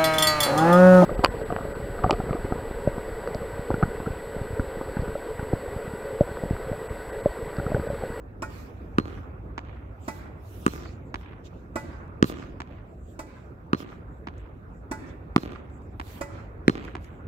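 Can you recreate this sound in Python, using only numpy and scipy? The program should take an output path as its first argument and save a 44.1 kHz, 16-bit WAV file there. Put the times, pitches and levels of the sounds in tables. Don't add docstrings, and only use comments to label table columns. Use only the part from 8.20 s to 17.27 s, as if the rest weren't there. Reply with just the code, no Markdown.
import sys
import numpy as np
from scipy import signal
from scipy.fft import rfft, irfft, next_fast_len
from scipy.io import wavfile
from scipy.ndimage import uniform_filter1d

SR = 44100
rng = np.random.default_rng(int(sys.argv[2]) if len(sys.argv) > 2 else 0)


def digitize_waveform(pressure):
    field = np.atleast_2d(pressure).T
    bounded = np.clip(field, -1, 1)
    quanta = np.round(bounded * 32767).astype(np.int16)
    wavfile.write(sys.argv[1], SR, quanta)


def volts_from_db(level):
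    exponent = np.asarray(level, float) / 20
    return 10 ** exponent


N = 399987
SPAN = 2 ** 15
T = np.arange(SPAN) / SR
HZ = np.fft.rfftfreq(SPAN, 1 / SR)

# t/s, level/dB
TRAFFIC = [(0.0, -46.5), (0.96, -42), (1.03, -44), (1.51, -44), (2.19, -46), (2.4, -44.5), (3.69, -46.5),
           (3.99, -43), (4.24, -46.5), (4.55, -45.5), (4.75, -49), (5.73, -46.5), (5.88, -46), (7.2, -45),
           (7.78, -45), (8.31, -43), (8.92, -45.5), (9.07, -43.5)]
# f/Hz, level/dB
RUMBLE = [(15, -70), (25, -33), (36, -17), (54, 4), (81, 0.5), (107, -0.5), (140, -18.5), (180, -43.5)]
HUM = [(82, -16), (140, 0), (205, -4), (269, -4), (603, -11), (750, -16.5), (980, -53.5), (1650, -120)]
TYRE_HISS = [(440, -41.5), (750, 12.5), (1400, 10.5), (2000, -2), (2650, -5.5), (3000, -23), (3800, -18.5),
             (5000, -61)]
# f/Hz, likeness (-1 to 1)
LIKENESS = [(60, 1), (130, 0.93), (290, 0.91), (640, 0.13), (1410, -0.44), (3100, 0.08), (15000, 0.027)]

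# t/s, half length/ms, scuff level/dB, sizzle level/dB
DRAGS = [(.37, 69, -61, -66), (.55, 150, -78.5, -85), (.91, 84, -66, -79), (1.93, 65, -60.5, -66),
         (2.37, 90, -61.5, -62.5), (2.529, 51, -54.5, -60), (2.66, 61, -59.5, -82), (3.0, 23, -70, -77),
         (3.262, 13, -57.5, -79), (3.36, 65, -76, -99), (3.6, 24, -63, -70), (3.72, 77, -71.5, -102),
         (4.086, 23, -49.5, -52.5), (4.19, 77, -63, -84), (4.92, 35, -77, -81), (5.02, 13, -76, -76),
         (5.2, 60, -76, -100), (5.602, 22, -52.5, -62), (5.71, 37, -69, -91), (6.76, 27, -83, -80),
         (6.89, 24, -68, -98), (7.22, 30, -58.5, -65), (7.33, 42, -68, -98), (7.92, 64, -57.5, -59),
         (8.04, 15, -68, -72), (8.17, 56, -67.5, -98), (8.52, 30, -59.5, -72), (8.65, 59, -65, -86),
         (8.84, 28, -70, -75.5)]
# t/s, half length/ms, level/dB
RUSTLES = [(1.84, 22, -70), (2.88, 21, -81), (4.72, 30, -86.5), (4.88, 60, -76.5), (5.2, 50, -85),
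           (5.95, 35, -84), (6.2, 15, -85), (6.57, 32, -82.5), (7.55, 29, -77), (7.65, 20, -82),
           (7.72, 15, -86), (8.95, 45, -86)]
STILL_DB = (-83, -101, -85)
# f/Hz, level/dB
SCUFF = [(1500, -35.5), (2500, -8), (4000, -11.5), (6000, -15.5), (8000, -23.5), (9500, -44)]
CLOTH = [(5500, -25.5), (6500, 7.5), (7300, 14), (8100, 11), (8900, -45)]
SIZZLE = [(8000, -12), (9500, -14.5), (11500, -6.5), (13700, -6), (15600, -7), (16000, -30)]
# t/s,
# level/dB, f/Hz, time to fall 60 dB/s
SHORT_TICKS = [(0.0594, -61, 1570, 0.01), (3.2565, -54, 4710, 0.014), (3.879, -45, 1600, 0.0091),
               (5.4086, -75, 1620, 0.012), (6.18, -55, 6600, 0.014), (6.4994, -73, 1520, 0.0073),
               (6.539, -61, 1680, 0.0075), (7.3178, -38.5, 2330, 0.009), (7.4994, -48, 1630, 0.01),
               (7.6194, -42, 1500, 0.01), (8.2594, -63, 1490, 0.01), (8.4494, -64, 1850, 0.012),
               (8.5694, -48, 2580, 0.0083), (8.6413, -51, 1660, 0.01), (8.6489, -32.5, 2350, 0.0091),
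               (8.7326, -51, 1640, 0.0068), (8.8094, -50, 2080, 0.01), (8.844, -36.5, 1950, 0.017)]

# t/s, thump level/dB, string clack level/dB
STROKES = [
    (0.2215, -26.5, -33.5),
    (1.8798, -23, -39.5),
    (3.557, -21, -35),
    (4.9914, -34, -46),
    (6.7128, -23.5, -39.5),
    (8.0103, -25, -38),
]
# ring level/dB, then level/dB of four modes, lowest first
LANDINGS = [
    (-38.5, -8, 1, -5, -26),
    (-37, -23, -8, -26, -4),
    (-36, -4, -1, -26, 0),
    (-43, -6, -14, -24, -9),
    (-32.5, -20, -3, -28, -12),
    (-39.5, 0, -16, -18, -2),
]
# f/Hz, level/dB, time to fall 60 dB/s
CLACK_MODES = [(1089, 7.5, 0.038), (1213, -11, 0.042), (1314, -1.5, 0.12), (1427, 2, 0.06),
               (2290, -22, 0.36), (2480, -7, 0.091), (2760, -45.5, 0.54)]
# f/Hz, level/dB, time to fall 60 dB/s
STEADY_MODES = [(872, 0, .24), (1620, -17, .36)]
# f/Hz, time to fall 60 dB/s
PLACED_MODES = [(566, .42), (1455, .14), (1852, .3), (1989, .23)]
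# f/Hz, level/dB
FELT = [(880, 2), (1500, -2.5), (2540, -12.5), (2970, -23.5), (4160, -19.5), (4690, -16.5), (7840, -21),
        (16000, -29)]

# t/s, left leads/ms, wall echo/ms, fence echo/ms
BOUNCE_PATHS = [(1.3796, -.16, 3.52, 11.1), (2.9427, -.16, 3.54, 14.4), (4.4036, -.11, 3.47, 14.5),
                (6.0719, -.18, 3.59, 13.1), (7.7984, -.29, 3.75, 14.5), (8.7529, .02, 2.95, 13.6)]
# crack level/dB, thump level/dB, ball air level/dB, fence echo level/dB
BOUNCE_LEVELS = [
    (-17.5, -30, -34.5, -8),
    (-15, -29, -37.5, -6),
    (-21, -30, -39.5, -3.5),
    (-22, -29.5, -39, -5),
    (-18, -30, -38, -7.5),
    (-20.5, -28.5, -39, -8.5),
]
# t/s, left leads/ms, fence echo/ms, far house front echo/ms
WALL_PATHS = [(.7842, .34, 14.3, 191), (2.4642, .34, 15.2, 192), (4.0261, .39, 16.2, 196),
              (5.5319, .34, 15.2, 193), (7.162, .2, 17.6, 193), (8.4803, .48, 16.1, 203)]
# crack, thump, ball air, grit and fence echo, each level/dB
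WALL_LEVELS = [
    (-5, -7.5, -19.5, -31.5, -14),
    (-4, -8.5, -19.5, -16, -12),
    (-1, -4, -18, -21, -12),
    (-7, -9.5, -20, -36, -12),
    (-2, -4, -19, -21, -15),
    (1.5, -4.5, -20.5, -30, -9.5),
]
# f/Hz, level/dB, time to fall 60 dB/s
POST_MODES = [(4050, -10, .16), (4115, -5, .2), (4160, 0, .24), (4205, -5, .14), (6640, -12, .05),
              (8790, -16, .04)]

# echo after a wall hit/ms, echo after a court sound/ms, level/dB
BUILDINGS = [(72.4, 70.5, -21), (91, 80.5, -28), (97.5, 106, -24), (115, 122, -30), (145, 87, -33),
             (160, 152, -30), (171, 168, -30)]
# f/Hz, time to fall 60 dB/s
TAIL_DECAY = [(150, 1), (600, 0.094), (2000, 1), (3300, 0.71), (5000, 0.24), (12000, 0.19)]
# f/Hz, level/dB
TAIL_COLOUR = [(100, -16), (400, 6.5), (1500, -4), (4000, 2.5), (8000, 6.5), (16000, -30)]
# f/Hz, level/dB
BALANCE_DB = [(60, -0.5), (250, -2), (1000, -3), (2500, -4), (8000, -4), (14000, -2)]


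def unit(x):
    return x / np.sqrt(np.mean(x ** 2) + 1e-20)


def along(points, hz):
    f, v = np.transpose(points)
    return np.interp(np.log(hz + 1), np.log(f + 1), v)


def curves(rows):
    s, *cols = np.transpose(rows)
    return [np.interp(np.arange(N) / SR, s, c) for c in cols]


def swells(rows, shape):
    t = np.arange(N) / SR
    return sum(volts_from_db(db) * np.exp(-np.abs((t - s) * 1000 / half_ms) ** shape / 2) for s, half_ms, db in rows)


def rush(spectrum, patchy_db):
    hz, _, z = signal.stft(rng.standard_normal((2, N + SR)), SR, nperseg=4096)
    turn = np.arccos(np.clip(along(LIKENESS, hz), -1, 1))[:, None] / 2
    low_end = [(spectrum[0][0] / 1.5, -120)]
    high_end = [(spectrum[-1][0] * 1.5, -120)]
    colour = volts_from_db(along(low_end + list(spectrum) + high_end, hz))[:, None]
    mid, side = signal.istft(z * colour * [np.cos(turn), np.sin(turn)], nperseg=4096)[1]
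    z = signal.stft([mid + side, mid - side], nperseg=512)[2]
    patches = uniform_filter1d(rng.standard_normal(z.shape[1:]), size=8, axis=0)
    patches = uniform_filter1d(patches, size=8, axis=1)
    return unit(signal.istft(z * volts_from_db(patchy_db * unit(patches)), nperseg=512)[1][:, :N])


def bump(t, centre_ms, width_ms):
    return np.exp(-((t * 1000 - centre_ms) / width_ms) ** 2 / 2)


def ring(t, hz, t60):
    return (t > 0) * np.sin(2 * np.pi * hz * t) * volts_from_db(-60 * np.abs(t) / t60)


def path(ms, lead_ms, db):
    late = (ms + np.array([[0], [lead_ms]])) / 1000
    return volts_from_db(db) * np.exp(-2j * np.pi * HZ * late)


def surroundings(column, shift_ms, slap_db, front_ms, front_db, wet_db):
    slaps = sum(path(row[column] + shift_ms, -.3, row[2] + slap_db) for row in BUILDINGS)
    slaps = slaps / (1 + 1j * HZ / 9000)
    ribs = rng.normal(0, 1, (14, 3))
    front = sum(path(front_ms - 6 + 12 * abs(late), .15 * side, front_db + 4 * size)
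                for late, side, size in ribs)
    front = front / (1 + 1j * .6 * (HZ / 1600 - 1600 / (HZ + 1))) ** 2
    hz, t, z = signal.stft(rng.standard_normal((2, SPAN)), SR, nperseg=256)
    fading = z * volts_from_db(-60 * t / along(TAIL_DECAY, hz)[:, None])
    tail = signal.istft(fading, nperseg=256)[1][:, :SPAN]
    tail = tail * (1 - .85 * bump(T, 50, 35)) * (T > .018) * (T < .68)
    flutter = unit(uniform_filter1d(rng.standard_normal(SPAN), size=60))
    tail = tail * volts_from_db(4 * flutter)
    tail = volts_from_db(wet_db) * tail / np.linalg.norm(tail[0])
    return slaps + front + rfft(tail) * volts_from_db(along(TAIL_COLOUR, HZ))


def add(out, s, sound, ways):
    part_sample = s * SR - round(s * SR)
    heard = irfft(rfft(sound) * ways * np.exp(-2j * np.pi * HZ * part_sample / SR), SPAN)
    first = round(s * SR) - round(.002 * SR)
    out[:, first:][:, :SPAN] += heard


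def town():
    hum_db, hum_swing, hiss_db, hiss_swing = -47, 0.54, -56.5, 0.95
    strength_db, = curves(TRAFFIC)
    swing_db = strength_db - strength_db.mean()
    rumble = volts_from_db(strength_db + 2.5) * rush(RUMBLE, patchy_db=0.5)
    hum = volts_from_db(hum_db + hum_swing * swing_db) * rush(HUM, patchy_db=2.07)
    hiss = volts_from_db(hiss_db + hiss_swing * swing_db) * rush(TYRE_HISS, patchy_db=2.9)
    return rumble + hum + hiss


def wash():
    late_ms, half_ms, wall_db, stroke_db, body_db = 204, 100, -51, -32.5, 4
    hits = [(where[0], level[1] + wall_db) for where, level in zip(WALL_PATHS, WALL_LEVELS)]
    hits += [(row[0], row[1] + stroke_db) for row in STROKES]
    swell = swells([(s + late_ms / 1000, half_ms, db) for s, db in hits], shape=1.4)
    return swell * (rush(TYRE_HISS, patchy_db=2.5) + volts_from_db(body_db) * rush(HUM, patchy_db=2.5))


def player():
    held = 2.37
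    scuff = volts_from_db(STILL_DB[0]) + swells([(s, half, db) for s, half, db, _ in DRAGS], held)
    sizzle = volts_from_db(STILL_DB[2]) + swells([(s, half, db) for s, half, _, db in DRAGS], held)
    cloth = volts_from_db(STILL_DB[1]) + swells(RUSTLES, held)
    cloth = cloth * rush(CLOTH, patchy_db=1.5)
    return scuff * rush(SCUFF, patchy_db=3.5) + sizzle * rush(SIZZLE, patchy_db=2.5) + cloth


def ticks(out):
    for s, db, hz, t60 in SHORT_TICKS:
        fall = max(t60, .002)
        puff = rng.standard_normal(SPAN) * (T > .002) * volts_from_db(-60 * (T - .002) / fall)
        around_pitch = 1 / (1 + 1j * 5.2 * (HZ / hz - hz / (HZ + 1)))
        add(out, s, volts_from_db(db + 8.0) * puff, path(0.83, -.3, 0) * around_pitch)
    return out


def racket(out):
    fizz_db, fizz_grows = -23, 0.35
    t = T - .002
    for (s, thump_db, clack_db), (ring_db, *landing) in zip(STROKES, LANDINGS):
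        thump = np.sin(2 * np.pi * 290 * t) * bump(t, 1.75, 1.43)
        thump += 1.1 * bump(t, 4.6, .2) - .5 * bump(t, 4.1, .2)
        long = STEADY_MODES + [(hz, db, t60) for (hz, t60), db in zip(PLACED_MODES, landing)]
        modes = [(hz, db + clack_db, t60) for hz, db, t60 in CLACK_MODES]
        modes += [(hz, db + ring_db, t60) for hz, db, t60 in long]
        strings = sum(volts_from_db(db + rng.normal(0, 1.2)) * ring(t - rng.uniform(.002, .007), hz, t60)
                      for hz, db, t60 in modes)
        strings = strings * (1 - .8 * bump(t, 0, 6))
        felt = unit(irfft(rfft(rng.standard_normal(SPAN)) * volts_from_db(along(FELT, HZ)), SPAN))
        fade = volts_from_db(-60 * t / 0.078) + 0.14 * volts_from_db(-60 * t / 0.56)
        fizz = felt * (t > 0) * (1 - bump(t, 0, 0.097)) * fade
        sound = volts_from_db(thump_db) * thump + volts_from_db(fizz_db + fizz_grows * thump_db) * fizz
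        near = path(0.23, -0.278, 0) + path(3.0, 0.381, -1.1) + path(17.0, 0.93, -20.5)
        far = surroundings(column=1, shift_ms=7, slap_db=0, front_ms=174, front_db=-25, wet_db=-10)
        add(out, s, sound, near + far)
        add(out, s, strings, path(.3, .08, 2) + path(13.5, .1, -12) + .1 * far)
    return out


def ball(crack_db, thump_db, cavity_db, spit_db, snap_ms, thump_hz, cavity_hz, early, free, rebound):
    t = T - round(.002 * SR) / SR
    snap = (1 + np.tanh((t * 1000 - .05) / snap_ms)) / 2
    crack = -bump(t, 0.086, 0.14) * (1 - snap) * 0.98
    crack += rebound * snap * bump(t, 0.21, 0.12)
    spit = bump(t, 0, 0.12) * uniform_filter1d(rng.standard_normal(SPAN), size=3)
    turn = 2 * np.pi * thump_hz * (t - .0004)
    squash = bump(t, 2.42, 1.04) * (1 - bump(np.maximum(t, 0), 0, 0.036))
    thump = (np.sin(turn) - 0.41 * np.cos(2 * turn)) * squash
    thump += 0.19 * ring(t - .0038, thump_hz / 2, 0.016) + 0.032 * ring(t, thump_hz / 2, 0.11)
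    cavity = early * ring(t - .00005, cavity_hz, .008)
    cavity += free * ring(t - .0042, .97 * cavity_hz, .05) * bump(t, 5.2, 1.5)
    return volts_from_db(crack_db) * crack + volts_from_db(spit_db) * spit + volts_from_db(thump_db) * thump + volts_from_db(cavity_db) * cavity


def bounce(out):
    for (s, lead, side, echo), levels in zip(BOUNCE_PATHS, BOUNCE_LEVELS):
        crack_db, thump_db, cavity_db, echo_db = levels
        sound = ball(crack_db, thump_db, cavity_db + 11, crack_db - 22, snap_ms=.05, thump_hz=300,
                     cavity_hz=960, early=1, free=.15, rebound=.4)
        near = path(-lead, lead, 0) + path(side - .44, .44, -0.81)
        fence = path(echo - .3, .3, echo_db) + path(echo + 1.3, .45, echo_db)
        near += fence / (1 + 1j * HZ / 6000)
        far = surroundings(column=1, shift_ms=rng.normal(0, 1.5), slap_db=1, front_ms=184,
                           front_db=-28, wet_db=-13)
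        add(out, s, sound, near + far)
    return out


def wall(out):
    post_db, post_db_per_ms = -56, 22
    for (s, lead, echo, front), levels in zip(WALL_PATHS, WALL_LEVELS):
        crack_db, thump_db, cavity_db, grit_db, echo_db = levels
        gap = 1.29 - 1.5 * lead
        sound = ball(crack_db, thump_db, cavity_db, grit_db, rebound=0, snap_ms=.055, thump_hz=270,
                     cavity_hz=1170, early=2.4, free=.75)
        near = path(0, lead, 0.032) + path(gap, lead - .08, -0.52) + path(echo, 0.33, echo_db)
        near += path(echo + .5, .4, echo_db) / (1 + 1j * HZ / 900)
        far = surroundings(column=0, shift_ms=0.21 * (front - 194), slap_db=2.0, front_ms=front,
                           front_db=-32.5, wet_db=-21.5)
        add(out, s, sound, near + far)
        post = sum(volts_from_db(db) * ring(T - .004, hz + rng.normal(0, 12), t60 * rng.uniform(.9, 1.4))
                   for hz, db, t60 in POST_MODES)
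        post = post * (1 - 0.54 * bump(T, 2.0, 2.2))
        add(out, s, volts_from_db(post_db + post_db_per_ms * lead) * post, path(0, .09, -1))
    return out


def scene():
    background = town() + wash() + player()
    contacts = sum(source(np.zeros((2, N + SPAN))) for source in (ticks, racket, bounce, wall))
    return background + contacts[:, :N]


def band_limit(x):
    return signal.sosfilt(signal.butter(12, 16810, fs=SR, output="sos"), x)


def record(dry):
    size = next_fast_len(N + 4096)
    hz = np.fft.rfftfreq(size, 1 / SR)
    ports = volts_from_db(along(BALANCE_DB, hz) / 2 * [[1], [-1]]) * (hz < 16250)
    ports = ports * (1 + .8 / (1 + 5j * (hz / 7500 - 7500 / (hz + 1))))
    heard = irfft(rfft(dry, size) * ports, size)[:, :N]
    heard = heard / (1 + np.abs(heard / 1.05) ** 6) ** (1 / 6)
    return band_limit(heard)


dry = scene()
out = record(dry)
digitize_waveform(out)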